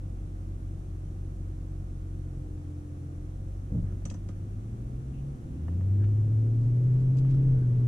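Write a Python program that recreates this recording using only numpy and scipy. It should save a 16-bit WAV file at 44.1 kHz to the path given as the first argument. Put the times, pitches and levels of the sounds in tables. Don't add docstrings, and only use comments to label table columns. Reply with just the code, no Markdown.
import sys
import numpy as np
from scipy import signal
from scipy.fft import rfft, irfft
from scipy.io import wavfile
from scipy.ndimage import uniform_filter1d

SR = 44100
rng = np.random.default_rng(int(sys.argv[2]) if len(sys.argv) > 2 else 0)


def pcm_store(signal):
    levels = np.round(np.clip(np.atleast_2d(signal), -1, 1) * 32767)
    wavfile.write(sys.argv[1], SR, levels.astype(np.int16).T)


N = 347067
TIME = np.arange(N) / SR


def undb(db):
    return np.exp(np.log(10) / 20 * np.asarray(db))


def control(table):
    times, values = np.transpose(table)
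    return np.interp(TIME, times, values)


def response(hz, points):
    point_hz, point_db = np.transpose(points)
    return np.interp(np.log(hz), np.log(point_hz), point_db)


def colour(x, points):
    bin_hz = np.maximum(np.fft.rfftfreq(N, 1 / SR), 1)
    return irfft(rfft(x) * undb(response(bin_hz, points)), N)


def walk(rate):
    knots = rng.standard_normal(int(rate * N / SR) + 3)
    return np.interp(TIME * rate, np.arange(len(knots)), knots) * np.sqrt(3 / 2)


def pan(db):
    return undb(np.array([[db], [-db]]) / 2)


# (frequency [Hz], side minus mid level [dB])
STEREO_WIDTH = [(60, -12), (130, -17.5), (220, -14.5), (370, -8), (680, 3), (1260, 6), (2300, 0.5),
                (4200, -2.5), (7800, 1)]


def cabin_noise(spectrum):
    white = rng.standard_normal((2, N)) * np.sqrt(SR / 2)
    mid, side = colour(white, spectrum)
    side = colour(side, STEREO_WIDTH)
    return np.array([mid + side, mid - side])


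def ring(modes):
    t = TIME[:SR // 4]
    total = np.zeros(len(t))
    for k, (hz, db, t60) in enumerate(modes):
        sign = (-1) ** k
        total += sign * undb(db - 60 * t / t60) * np.sin(2 * np.pi * hz * t)
    return total / np.abs(total).max()


def burst(t60):
    decay = np.exp(-np.log(1000) * TIME[:SR // 4] / t60)
    noise = rng.standard_normal((2, SR // 4)) * decay
    return noise / np.linalg.norm(noise, axis=1, keepdims=True)


def reflect(x, wet_db, t60):
    impulse_response = undb(wet_db) * burst(t60)
    impulse_response[:, 0] += 1
    return signal.fftconvolve(np.atleast_2d(x), impulse_response, axes=1)


def bandpass(order, edges):
    return signal.butter(order, edges, "bandpass", fs=SR, output="sos")


def add(out, start_s, x):
    i = int(start_s * SR)
    out[:, i:i + x.shape[1]] += x[:, :N - i]


# (time [s], engine load [0-1])
ENGINE_LOAD = [(0, 0.3), (3.1, 0.05), (4.1, 0.45), (5, 0.57), (5.42, 0.37), (5.62, 0.81), (5.95, 0.95),
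               (7.87, 0.96)]


def engine_load():
    return np.clip(control(ENGINE_LOAD), 0, 1)


# (frequency [Hz], relative level [dB])
GROWL_SPECTRUM = [(100, -22), (150, -3.5), (200, -6.5), (250, 2.5), (320, -2), (400, -6.5), (480, -10),
                  (580, -14), (750, -29.5), (1100, -31.5), (2000, -51)]


def growl(phase, count=1024):
    pattern = rng.standard_normal(count)
    unsteady = phase + .35 * walk(30)
    cycle = (unsteady / (2 * np.pi * 8)) % 1
    rough = np.interp(cycle * count, np.arange(count), pattern)
    shaped = colour(rough, GROWL_SPECTRUM)
    return shaped / shaped.std()


# (time [s], firing rate [Hz])
FIRING_RATE = [(0.0, 46.2), (2.1, 45.6), (2.65, 43.5), (3.1, 42.8), (3.55, 47.6), (4.1, 47.9), (4.5, 49.8),
               (5.05, 65.8), (5.33, 70.6), (5.4, 72.3), (5.52, 72.3), (5.85, 95.6), (6.05, 102.6),
               (6.4, 109.8), (6.9, 126.2), (7.25, 132.9), (7.47, 133.5), (7.66, 122.7), (7.87, 122.0)]
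# (frequency [Hz], gain [dB])
CABIN_RESPONSE = [(42.8, -21), (44, -3.5), (45.6, -1), (47.8, -2), (50, -14), (58, -5), (70, -8.5),
                  (76, -6.5), (86, 0), (92, -0.5), (98, 2), (112, 0.5), (126, 1), (134, 2), (140, 3),
                  (143.5, -11.5), (165, -3.5), (198, -8), (215, -16.5), (265, -9.5)]
# (multiple of the firing rate [ratio],
# level at idle [dB], level at half load [dB], level at full load [dB])
WEAK_ORDERS = [(.5, -66, -53, -54), (.625, -61, -57, -49), (.75, -61, -60, -51), (.875, -62, -47, -45),
               (1.125, -64, -58, -47), (1.25, -64, -58, -46), (1.375, -66, -56, -51), (1.5, -64, -60, -55),
               (1.625, -66, -52, -59), (1.75, -66, -53, -62), (2.28, -66, -60, -49), (2.625, -68, -63, -61),
               (3, -47, -56, -59), (3.25, -63, -65, -62), (3.5, -57, -52, -58), (4, -62, -58, -68),
               (4.56, -72, -66, -69), (4.75, -68, -63, -71), (5.125, -72, -66, -77), (6.19, -68, -72, -84),
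               (7.16, -67, -71, -90), (7.82, -64, -80, -95), (10.41, -70, -88, -99), (11.41, -70, -86, -99)]
# (frequency [Hz], spectral level [dB])
SHAKE_SPECTRUM = [(10, -78.5), (20, -67), (33, -66), (55, -67), (80, -70.5), (140, -66.5), (200, -77),
                  (260, -76.5), (335, -78), (358, -77), (395, -87), (480, -92), (520, -87.5), (560, -93.5),
                  (740, -101), (950, -112), (2500, -126)]
FLYWHEEL_S = .13
FIRING_DB, FIRING_LOAD_DB = -38, 16.5
OCTAVE_DB, OCTAVE_LOAD_DB = -39.2, 2.5
BOOM_POWER = 4
ALTERNATOR_ORDER = 6.84
ALTERNATOR_DB, PANEL_HZ, PANEL_WIDTH_HZ = -49, 298.3, 15.3
ALTERNATOR_FLOOR_DB = -59
GROWL_DB, GROWL_LOAD_DB = -69, 20.5
INTAKE_HZ, INTAKE_WIDTH_HZ, INTAKE_DB = 260, 20, -4
SHAKE_DB, SHAKE_LOAD_DB = 1, 2


def engine(load):
    hz = uniform_filter1d(control(FIRING_RATE), int(FLYWHEEL_S * SR), mode="nearest")
    phase = 2 * np.pi * np.cumsum(hz) / SR

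    def tone(multiple, db, waver_db, slip):
        angle = multiple * phase + slip * walk(14) + rng.uniform(0, 2 * np.pi)
        return np.sqrt(2) * undb(db + waver_db * walk(14)) * np.sin(angle)

    boom_load = load ** BOOM_POWER
    firing_db = FIRING_DB + FIRING_LOAD_DB * boom_load + response(hz, CABIN_RESPONSE)
    octave_db = OCTAVE_DB + OCTAVE_LOAD_DB * boom_load + response(2 * hz, CABIN_RESPONSE)
    boom = tone(1, firing_db, waver_db=.5, slip=0.046) + tone(2, octave_db, waver_db=1.1, slip=0.03)

    weak = np.zeros(N)
    for multiple, *levels_db in WEAK_ORDERS:
        order_db = np.interp(load, [.1, .5, 1], levels_db)
        slip = .08 + (.22 + .15 * multiple) * load ** 2
        weak += tone(multiple, order_db, waver_db=1 + 1.6 * load, slip=slip)

    hum_hz = ALTERNATOR_ORDER * hz
    detuning = 2 * (hum_hz - PANEL_HZ) / PANEL_WIDTH_HZ
    resonant_db = ALTERNATOR_DB - 10 * np.log10(1 + detuning ** 2)
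    floor_db = ALTERNATOR_FLOOR_DB - 45 * np.log10(np.maximum(hum_hz / PANEL_HZ, 1))
    hum = tone(ALTERNATOR_ORDER, np.maximum(resonant_db, floor_db), waver_db=.7, slip=.04)

    growl_db = GROWL_DB + GROWL_LOAD_DB * load ** 2 + 3.0 * walk(11)
    rasp = weak + growl(phase) * undb(growl_db)
    b, a = signal.iirpeak(INTAKE_HZ, INTAKE_HZ / INTAKE_WIDTH_HZ, fs=SR)
    intake = signal.lfilter(b, a, rasp) * undb(INTAKE_DB) * load

    shake_db = SHAKE_DB + SHAKE_LOAD_DB * load + .5 * walk(6.1)
    shake = cabin_noise(SHAKE_SPECTRUM) * undb(shake_db) * (1 + 0.06 * np.cos(phase))
    return boom * pan(0.81) + rasp * pan(-.5) + (hum + intake) * pan(-1.8) + shake * pan(-0.33)


# (frequency [Hz], spectral level [dB per Hz])
THROTTLE_SPECTRUM = [(1200, -122), (2000, -110), (2700, -110.5), (3800, -120), (6000, -137)]


def throttle(load):
    return cabin_noise(THROTTLE_SPECTRUM) * load


# (frequency [Hz], spectral level [dB per Hz])
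AIR_SPECTRUM = [(200, -92), (550, -96.5), (740, -93.5), (950, -103), (1200, -100.5), (1800, -107),
                (3500, -112), (4900, -116), (5300, -114.5), (5650, -110), (6600, -112.5), (10000, -114.5),
                (12000, -123), (14000, -134)]


def air():
    return cabin_noise(AIR_SPECTRUM) * pan(-0.54)


# (time [s], peak level before reflections [dB], contact time [s])
GEAR_JOLTS = [(3.704, -36, .0008), (3.720, -26.5, 0.0011), (3.734, -25, 0.0019), (3.749, -22.5, 0.0022),
              (3.767, -23, 0.0037), (3.784, -25, 0.003), (3.826, -20, .008), (3.921, -30.5, 0.0045)]
# (frequency [Hz], relative level [dB], 60 dB decay time [s])
BODY_MODES = [(64.6, -0.5, 0.069), (95.7, -2.5, 0.18), (119, 7, 0.075), (144, -1, 0.12), (171.2, 3, 0.1),
              (217.4, -0.5, 0.1), (290, 1, 0.064), (337, -9.5, 0.089), (462, -14, 0.11), (572, -18, 0.057),
              (664, -23, 0.058), (1200, -46, .03)]
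# band, level relative to the knock at a 1 ms contact, decay
RATTLE_HZ, RATTLE_DB, RATTLE_T60_S = [260, 600], -19, 0.22


def gear_clunk():
    out, t = np.zeros((2, N)), TIME[:SR // 20]
    band = bandpass(3, RATTLE_HZ)
    for start_s, db, contact_s in GEAR_JOLTS:
        force = t * np.exp(-4 * t / contact_s)
        blow = signal.fftconvolve(ring(BODY_MODES), force)
        blow /= np.abs(blow).max()
        add(out, start_s, undb(db) * reflect(blow, wet_db=-17, t60=0.16))

        rattle = signal.sosfilt(band, burst(RATTLE_T60_S)[:1])
        rattle /= np.abs(rattle).max()
        hardness = np.sqrt(.001 / contact_s)
        rattle_gain = undb(db + RATTLE_DB) * hardness
        add(out, start_s, rattle_gain * reflect(rattle, wet_db=-6, t60=.08))
    return out


# (time [s], length [s],
# level before the fades [dB], centre frequency [Hz], half width relative to the centre [ratio])
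BRUSHES_AND_HISS = [(3.82, .14, -68, 1300, .35), (5.12, .11, -71, 2700, .08),
                    (5.992, .075, -63.5, 1640, 0.1), (6.033, 0.026, -62.5, 2000, 0.42),
                    (6.602, 0.063, -74, 5960, 0.31), (6.99, 0.0351, -72.5, 5500, 0.38),
                    (7.172, 0.032, -63.5, 5430, 0.4), (7.234, .13, -67, 1700, 0.54),
                    (7.287, .045, -68, 4900, 0.46), (7.337, .02, -67, 5000, .44),
                    (7.527, .16, -66.5, 1490, 0.09)]


def brushes_and_hiss():
    out = np.zeros((2, N))
    for start_s, length_s, db, centre_hz, width in BRUSHES_AND_HISS:
        n = int(length_s * SR)
        grains = rng.standard_normal((2, n)) * undb(2.5 * rng.exponential(size=n))
        edges = centre_hz * (1 + np.clip(width, .05, .8) * np.array([-1, 1]))
        swish = signal.sosfilt(bandpass(2, edges), grains)
        swish /= swish.std()
        add(out, start_s, undb(db) * swish * signal.windows.tukey(n, .5))
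    return out


# (frequency [Hz], relative level [dB], 60 dB decay time [s])
TRIM_MODES = [(513, 1, 0.052), (684, 7, 0.016), (955, -0.5, 0.024), (1232, 0, 0.021), (1433, -5, 0.021),
              (1772, -5, 0.021), (2040, -8.5, 0.018), (2850, -12.5, 0.015)]
# (time [s], peak level before panning and reflections [dB], left minus right level [dB])
TRIM_TICKS = [(3.9205, -53, -4), (4.022, -56, -2), (5.6815, -40.5, -4), (5.729, -52, -2), (5.8092, -44, 0),
              (6.040, -49, 2), (7.2479, -46, -1), (7.3442, -50, -1)]


def trim():
    out = np.zeros((2, N))
    for start_s, db, pan_db in TRIM_TICKS:
        tick = reflect(ring(TRIM_MODES), wet_db=2.0, t60=0.047)
        add(out, start_s, undb(db) * pan(pan_db) * tick)
    return out


# (time [s], metal ring [dB], snap [dB], knock of the housing [dB],
# lag of the knock [s])
LATCH_CLICKS = [(4.053, -37.5, -22.5, -42, .003), (4.0995, -37, -24.5, -44, .012),
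                (4.1406, -48.5, -32.5, -46, .004), (4.2875, -58, -28.5, -44, .003)]
# (frequency [Hz], relative level [dB], 60 dB decay time [s])
LATCH_MODES = [(2550, -8, .02), (3280, -11, .024), (4850, -10, .018), (5740, -6, .024), (5932, -3, .04),
               (6040, 0, .05), (6168, -3, .04), (6342, -4, .04), (6680, -8, .02), (6950, -7, .022),
               (7168, -5, .035), (7400, -5, .025), (7650, -6, .02), (7886, -6, .022), (8450, -12, .02),
               (9200, -13, .018)]
CRACK_HZ, CRACK_T60_S = [1300, 7400], .028
THUD_DB = 10


def latch():
    out = np.zeros((2, N))
    band = bandpass(3, CRACK_HZ)
    for start_s, metal_db, crack_db, knock_db, lag_s in LATCH_CLICKS:
        crack = signal.sosfilt(band, burst(CRACK_T60_S))
        scrape = burst(t60=.011)
        metal = signal.fftconvolve(scrape, ring(LATCH_MODES)[None], axes=1)[:, :SR // 4]
        click = undb(crack_db) * crack + undb(metal_db) * metal
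        add(out, start_s, reflect(click, wet_db=-2, t60=.115))

        knock = reflect(ring(TRIM_MODES), wet_db=2, t60=.11)
        add(out, start_s + lag_s, undb(knock_db) * knock)
        thud = reflect(ring(BODY_MODES[4:]), wet_db=-14, t60=0.12)
        add(out, start_s + lag_s, undb(knock_db + THUD_DB) * thud)
    return out * pan(-1.9)


# (frequency [Hz], spectral level [dB])
ROAD_SPECTRUM = [(10, -66.5), (25, -51.5), (42, -54.5), (70, -67.5), (120, -53.5), (200, -68), (300, -66),
                 (450, -81), (720, -93.5), (950, -94), (1400, -99), (2000, -104), (3000, -108),
                 (5000, -116), (9000, -130)]
# (time of the middle [s], half length [s], gain of the deep rumble [dB])
ROAD_DIPS = [(6.659, 0.16, 3.5), (7.352, .14, 7)]
DIP_TOP_HZ = 60
ROLLS_S, ROAD_DB, ROAD_POWER = 4.62, -10, 0.77


def road():
    rolling_s = np.maximum(TIME - ROLLS_S, 0)
    roughness = undb(ROAD_DB + walk(11))
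    rumble = cabin_noise(ROAD_SPECTRUM) * rolling_s ** ROAD_POWER * roughness * pan(-0.29)
    lowpass = signal.butter(2, DIP_TOP_HZ, fs=SR, output="sos")
    heave = signal.sosfiltfilt(lowpass, rumble)
    extra = np.zeros(N)
    for middle_s, length_s, db in ROAD_DIPS:
        extra += (undb(db) - 1) * np.exp(-((TIME - middle_s) / length_s) ** 2)
    return rumble + heave * extra


# (time [s], gain before band limiting and reflections [dB])
WHEEL_TAPS = [(7.1705, -29.5), (7.1865, -30.5), (7.3075, -41)]
TAP_HZ, TAP_T60_S = [2500, 7600], .018


def taps():
    out = np.zeros((2, N))
    band = bandpass(3, TAP_HZ)
    for start_s, db in WHEEL_TAPS:
        tap = signal.sosfilt(band, burst(TAP_T60_S))
        add(out, start_s, undb(db) * reflect(tap, wet_db=-3, t60=.06))
    return out


def scene():
    load = engine_load()
    steady = engine(load) + throttle(load) + air()
    return steady + gear_clunk() + brushes_and_hiss() + trim() + latch() + road() + taps()


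BOTTOM_HZ, TOP_HZ = 12, 14200


def record(dry):
    highpass = signal.butter(2, BOTTOM_HZ, "highpass", fs=SR, output="sos")
    lowpass = signal.ellip(8, .2, 70, TOP_HZ, fs=SR, output="sos")
    return signal.sosfilt(lowpass, signal.sosfilt(highpass, dry))


dry = scene()
out = record(dry)
pcm_store(out)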